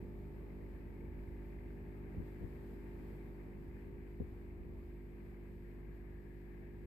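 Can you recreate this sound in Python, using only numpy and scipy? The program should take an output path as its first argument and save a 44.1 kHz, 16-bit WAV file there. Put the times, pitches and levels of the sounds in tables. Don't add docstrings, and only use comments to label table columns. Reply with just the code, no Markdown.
import sys
import numpy as np
from scipy import signal
from scipy.fft import rfft, irfft
from scipy.io import wavfile
from scipy.ndimage import uniform_filter1d

SR = 44100
rng = np.random.default_rng(int(sys.argv[2]) if len(sys.argv) > 2 else 0)


def dump(signal):
    limited = np.clip(np.atleast_2d(signal).T, -1, 1)
    pcm = np.round(limited * 32767).astype(np.int16)
    wavfile.write(sys.argv[1], SR, pcm)


N = 302526
TIME = np.arange(N) / SR
LEFT_RIGHT = np.array([[1], [-1]])


def undb(db):
    return 10 ** (np.asarray(db) / 20)


def pan(pan_db):
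    return undb(LEFT_RIGHT * pan_db / 2)


def walk(rate_hz):
    hold = int(SR / rate_hz)
    steps = rng.standard_normal(1000)[np.arange(N) // hold % 1000]
    return 1.3 * uniform_filter1d(uniform_filter1d(steps, hold), hold)


def course(table):
    db = np.interp(TIME, *np.transpose(table))
    return db - db.mean()


def swells(table):
    return sum(np.outer(heights, np.exp(-((TIME - crest_s) / width_s) ** 2))
               for crest_s, width_s, *heights in table)


def over_hz(hz, values):
    return np.interp(np.log(np.fft.rfftfreq(N, 1 / SR) + 1), np.log(hz), values)


def colour(white, spectrum):
    hz, db, pan_db = np.transpose(spectrum)
    shape_db = over_hz(np.r_[hz[0] / 8, hz, hz[-1] * 8], np.r_[db[0] - 120, db, db[-1] - 120])
    gain = undb(shape_db) * pan(over_hz(hz, pan_db))
    return irfft(rfft(white) * gain * np.sqrt(SR / 2), N)


# multiple of the mains, level in dB, pan in dB, dB per dB of nearness,
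# left phase lead in radians.
HUM_PARTIALS = [(1, -51, -1, 0.5, -0.12), (2, -61, 0, 0.4, 0.37), (3, -61, -2.5, .5, 0.26),
                (4, -63.5, -3, 0.5, 0.41), (5, -62, 1, 0.96, -0.13), (6, -64, 3, 1.3, -0.54),
                (7, -59.5, 0.1, .2, 0.14), (8, -63, 2.5, 0.9, -0.012), (11, -83, 9.5, 3, 0.14),
                (12, -83.5, -3.5, 3.5, -0.095), (14, -88.5, 1, 4, -0.014), (15, -86, -10.5, 1.5, 0),
                (17, -88.5, 12, 5, 0.45), (18, -80.5, 4.5, 2, 0), (19, -90, -1.5, -0.5, 0.099)]

def pump(near_db, mains_hz=49.97, dispersion_rad=0.6, drift_rad=0.048, waver_db=0.9):
    hum = 0
    for order, db, pan_db, share, lead_rad in HUM_PARTIALS:
        lag_rad = dispersion_rad * order ** 2 + drift_rad * walk(2.4) - LEFT_RIGHT * lead_rad / 2
        tone = np.sqrt(2) * np.cos(2 * np.pi * order * mains_hz * TIME - lag_rad)
        level_db = db + share * near_db + waver_db * walk(2.926)
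        hum += tone * undb(level_db) * pan(pan_db)
    return hum


# frequency in Hz, correlation from 0 to 1.
MIC_CORRELATION = [(25, 0.9), (75, 0.9), (125, 0.6), (215, 0.8), (310, 0.5), (410, .53), (500, .25),
                   (780, 0.1), (1050, 0)]

def rush(spectrum, gain_db, waver_db):
    likeness = over_hz(*np.transpose(MIC_CORRELATION))
    mid, side = rfft(rng.standard_normal((2, N)))
    white = irfft(mid * np.sqrt((1 + likeness) / 2) + LEFT_RIGHT * side * np.sqrt((1 - likeness) / 2), N)
    return colour(white, spectrum) * undb(gain_db + waver_db * walk(7))


# frequency in Hz, density in dB, pan in dB.
BOOM_SPECTRUM = [(15.3, -80.5, 5.5), (34.1, -88, 7), (59, -77, -2), (74.4, -69, -2), (113.3, -88, -2.5)]
RUMBLE_SPECTRUM = [(110, -81.5, 0.5), (173, -81.5, 1), (213, -81.5, 3.5), (286, -87.5, -0.5),
                   (364, -83, 1.5), (391, -90.5, -1), (459, -87.5, 5), (542, -99, 0)]
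# crest and half-width in seconds, boom gain in dB, rumble gain in dB.
WATER_SURGES = [(.15, 0.13, 4.5, -0.5), (.62, 0.2, 2.5, 0), (1.22, 0.15, 8, -0.5), (1.78, .12, 3, -1),
                (2.6, 0.2, -0.5, 0.5), (3.22, 0.13, -5, -2.3), (3.92, 0.08, 6.5, 2), (4.65, 0.12, 9, 0.5)]

def circulation(near_db):
    boom_surge_db, rumble_surge_db = swells(WATER_SURGES)
    boom = rush(BOOM_SPECTRUM, -2 + 0.19 * near_db + boom_surge_db, waver_db=0.75)
    rumble = rush(RUMBLE_SPECTRUM, 0.2 + 0.84 * near_db + rumble_surge_db, waver_db=1.14)
    return boom + rumble


# frequency in Hz, density in dB, pan in dB.
WASH_SPECTRUM = [(490, -97.5, -1), (613, -98, 1.5), (862, -100.3, -1.5), (1120, -103.5, -1.5),
                 (1357, -108.5, -4)]
# time in seconds, gain in dB.
WASH_GAIN = [(0, 3), (1.1, 1), (1.7, 2), (2.3, 1.5), (2.6, 2.5), (3.05, 3.7), (3.3, 1.5), (4.0, 2),
             (4.7, 0), (5.4, -1.5), (6.0, 0.4), (6.86, -3)]

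def surface_wash():
    return rush(WASH_SPECTRUM, np.interp(TIME, *np.transpose(WASH_GAIN)), waver_db=1.0)


# frequency in Hz, density in dB, pan in dB.
LOWER_SPECTRUM = [(1374, -117, 11.5), (1586, -102.6, 8.5), (1920, -102.5, 3), (2224, -111, 13)]
UPPER_SPECTRUM = [(1820, -109, 2.9), (2150, -102.5, 6.5), (2496, -106, 6.6), (2820, -116, 3.8),
                  (3350, -128, 11)]
RING_SPECTRUM = [(1480, -119, 11), (1650, -103, 11.5), (1820, -105, 10), (2160, -109, 11), (2370, -119, 7)]
# time in seconds, relative level in dB.
FIZZ_LEVEL = [(0.0, -81), (0.55, -78), (1.6, -77.5), (2.45, -75), (3.4, -76.5), (4.8, -81), (5.4, -78.5),
              (6.2, -81), (6.86, -79)]
# crest and half-width in seconds, rise in dB.
RING_SWELLS = [(.76, .05, 7.5), (1.85, .2, 10), (6.1, 0.5, 15), (6.75, 0.47, 10)]

def fizz(grains_per_s=170, grain_db=-6.5, noise_db=-2.0, flicker_db=0.75):
    level_db = course(FIZZ_LEVEL)
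    flicker = undb(flicker_db * walk(18))
    bands = ((LOWER_SPECTRUM, 0.5 + level_db),
             (UPPER_SPECTRUM, 0.44 * level_db),
             (RING_SPECTRUM, -12.5 + swells(RING_SWELLS)))
    mix = 0
    for spectrum, gain_db in bands:
        onsets = rng.random((2, N)) < grains_per_s / SR
        grains = onsets * rng.standard_normal((2, N)) * np.sqrt(SR / grains_per_s)
        noise = rng.standard_normal((2, N))
        mix += colour(undb(noise_db) * noise + undb(grain_db) * grains, spectrum) * undb(gain_db)
    return mix * flicker


# frequency in Hz, density in dB, pan in dB.
HISS_SPECTRUM = [(2630, -119, -11), (4240, -120.5, 1), (4900, -122.5, -7.5), (6200, -132.5, -5.5),
                 (6840, -125.5, -9.5), (7250, -129, -4.5), (8030, -121, 10), (8150, -128, 3.5),
                 (10780, -127.5, 1.5), (12160, -118, 2.5), (14200, -118.5, 0)]
# crest and half-width in seconds, rise in dB.
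RUSTLE_SWELLS = [(1.6, 0.35, 0), (2.28, .04, 2), (2.55, 0.24, 3), (3.09, 0.1, 3.5), (3.35, 0.17, 1)]

def hiss_and_rustle(near_db, flicker_db=0.78):
    gain_db = -0.72 + 0.36 * near_db + swells(RUSTLE_SWELLS) + flicker_db * walk(12)
    return colour(rng.standard_normal((2, N)), HISS_SPECTRUM) * undb(gain_db)


def push(start_s, contact_s, db):
    force = np.sin(np.pi * np.clip((TIME - start_s) / contact_s, 0, 1)) ** 2
    return undb(db) * force / force.sum()


# start in seconds, strength in dB, contact in seconds, pan in dB.
KNOCKS = [(0.026, -37, 0.0037, -7.5), (.048, -39, 0.0031, -8), (2.1467, -43, 0.0023, -5),
          (2.1704, -38, 0.0045, -17), (2.181, -28.5, 0.0067, 2), (2.2009, -36.5, 0.0035, 12),
          (2.4096, -39, 0.0055, 10), (2.441, -30.5, 0.0066, 11), (4.2006, -32.5, 0.00326, -8),
          (4.205, -34.5, 0.0029, 15), (4.2178, -28.5, 0.0055, 2), (4.2305, -39, .009, 2),
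          (4.3214, -35, 0.0091, 4)]
# frequency in Hz, gain in dB, t60 in seconds.
TANK_MODES = [(74, -11.5, 0.2), (108, -5.5, 0.07), (177, -6, 0.06), (247, -5, 0.04), (331, -9.5, 0.059),
              (434.5, -3.5, 0.077), (508, -12.5, 0.09), (870, -13, 0.037)]

def knocks():
    age_s = TIME[:SR // 2]
    pushes = sum(push(start_s, contact_s, db) * pan(pan_db) for start_s, db, contact_s, pan_db in KNOCKS)
    ring = sum(undb(db) * np.exp(-np.log(1000) * age_s / t60_s) * np.cos(2 * np.pi * hz * age_s)
               for hz, db, t60_s in TANK_MODES)
    return signal.fftconvolve(pushes, ring[None], axes=1)[:, :N]


def ping(start_s, db, hz, t60_s, glide_per_s=0):
    age_s = TIME[:SR // 10]
    envelope = np.minimum(age_s * hz / 2, 1) * np.exp(-np.log(1000) * age_s / t60_s)
    ring = undb(db) * envelope * np.sin(2 * np.pi * hz * age_s * (1 + glide_per_s * age_s))
    return np.r_[np.zeros(int(start_s * SR)), ring, np.zeros(N)][:N]


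# start in seconds, level in dB, starting pitch in Hz.
BUBBLES = [(.5013, -63, 2040), (.612, -64, 1880), (.636, -65, 2020), (0.7493, -62, 1710), (.765, -64, 1660),
           (0.88, -62, 1910), (.9542, -62, 2110), (1.0076, -61, 2180), (1.054, -64, 2260),
           (1.0827, -64, 1670), (1.2765, -61, 2100), (1.4162, -67, 1730), (1.535, -64, 1640),
           (1.587, -59.5, 2000), (1.66, -63, 2060), (1.704, -63, 1560), (1.775, -59, 1730),
           (1.891, -66, 2090), (2.7358, -65, 1800), (2.8624, -63, 2030), (2.9637, -64, 1790),
           (3.3993, -63, 2040), (5.005, -65, 2040), (5.3687, -63, 2050), (6.7472, -64, 1700)]

def bubbles(t60_s=0.031, glide_per_s=1.5, pan_db=7):
    return sum(ping(start_s, db, hz, t60_s, glide_per_s) for start_s, db, hz in BUBBLES) * pan(pan_db)


# crest and half-width in seconds, gain in dB, pan in dB.
RUBS = [(2.206, 0.029, -4, 4.5), (2.432, 0.028, -4.5, 3.5), (2.8, 0.088, -11.5, -3), (4.216, 0.0096, 2, 5)]
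# frequency in Hz, density in dB, pan in dB.
RUB_SPECTRUM = [(121, -79.5, 5), (216, -66, -5.5), (320, -75, 11), (445, -72.5, 0.5), (565, -89.5, 4),
                (805, -100, 4)]

def hand_rubs():
    grip = swells([(crest_s, width_s, *(undb(db) * pan(pan_db)))
                   for crest_s, width_s, db, pan_db in RUBS])
    return rush(RUB_SPECTRUM, 0, waver_db=4.0) * grip


# level in dB, pitch in Hz, t60 in seconds.
TICK_RING = (-45.5, 736, 0.013)

def tick(start_s=4.199):
    return ping(start_s, *TICK_RING)


# time in seconds, relative level in dB.
PUMP_NEARNESS = [(0.0, -55), (0.65, -55.5), (1.97, -56), (2.9, -55.5), (3.3, -56.5), (4.4, -58.5),
                 (5.5, -59.5), (6.86, -59)]

def scene():
    near_db = course(PUMP_NEARNESS)
    water = circulation(near_db) + surface_wash()
    background = water + fizz() + hiss_and_rustle(near_db) + pump(near_db - 0.82)
    return background + knocks() + bubbles() + hand_rubs() + tick()


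def record(dry, top_hz=14600, fade_s=0.004):
    edge_s = np.minimum(TIME, TIME[::-1])
    fade = np.sin(np.pi / 2 * np.minimum(edge_s / fade_s, 1)) ** 2
    lowpass = signal.ellip(14, 0.1, 80, top_hz, fs=SR, output="sos")
    return signal.sosfilt(lowpass, dry * fade)


dry = scene()
out = record(dry)
dump(out)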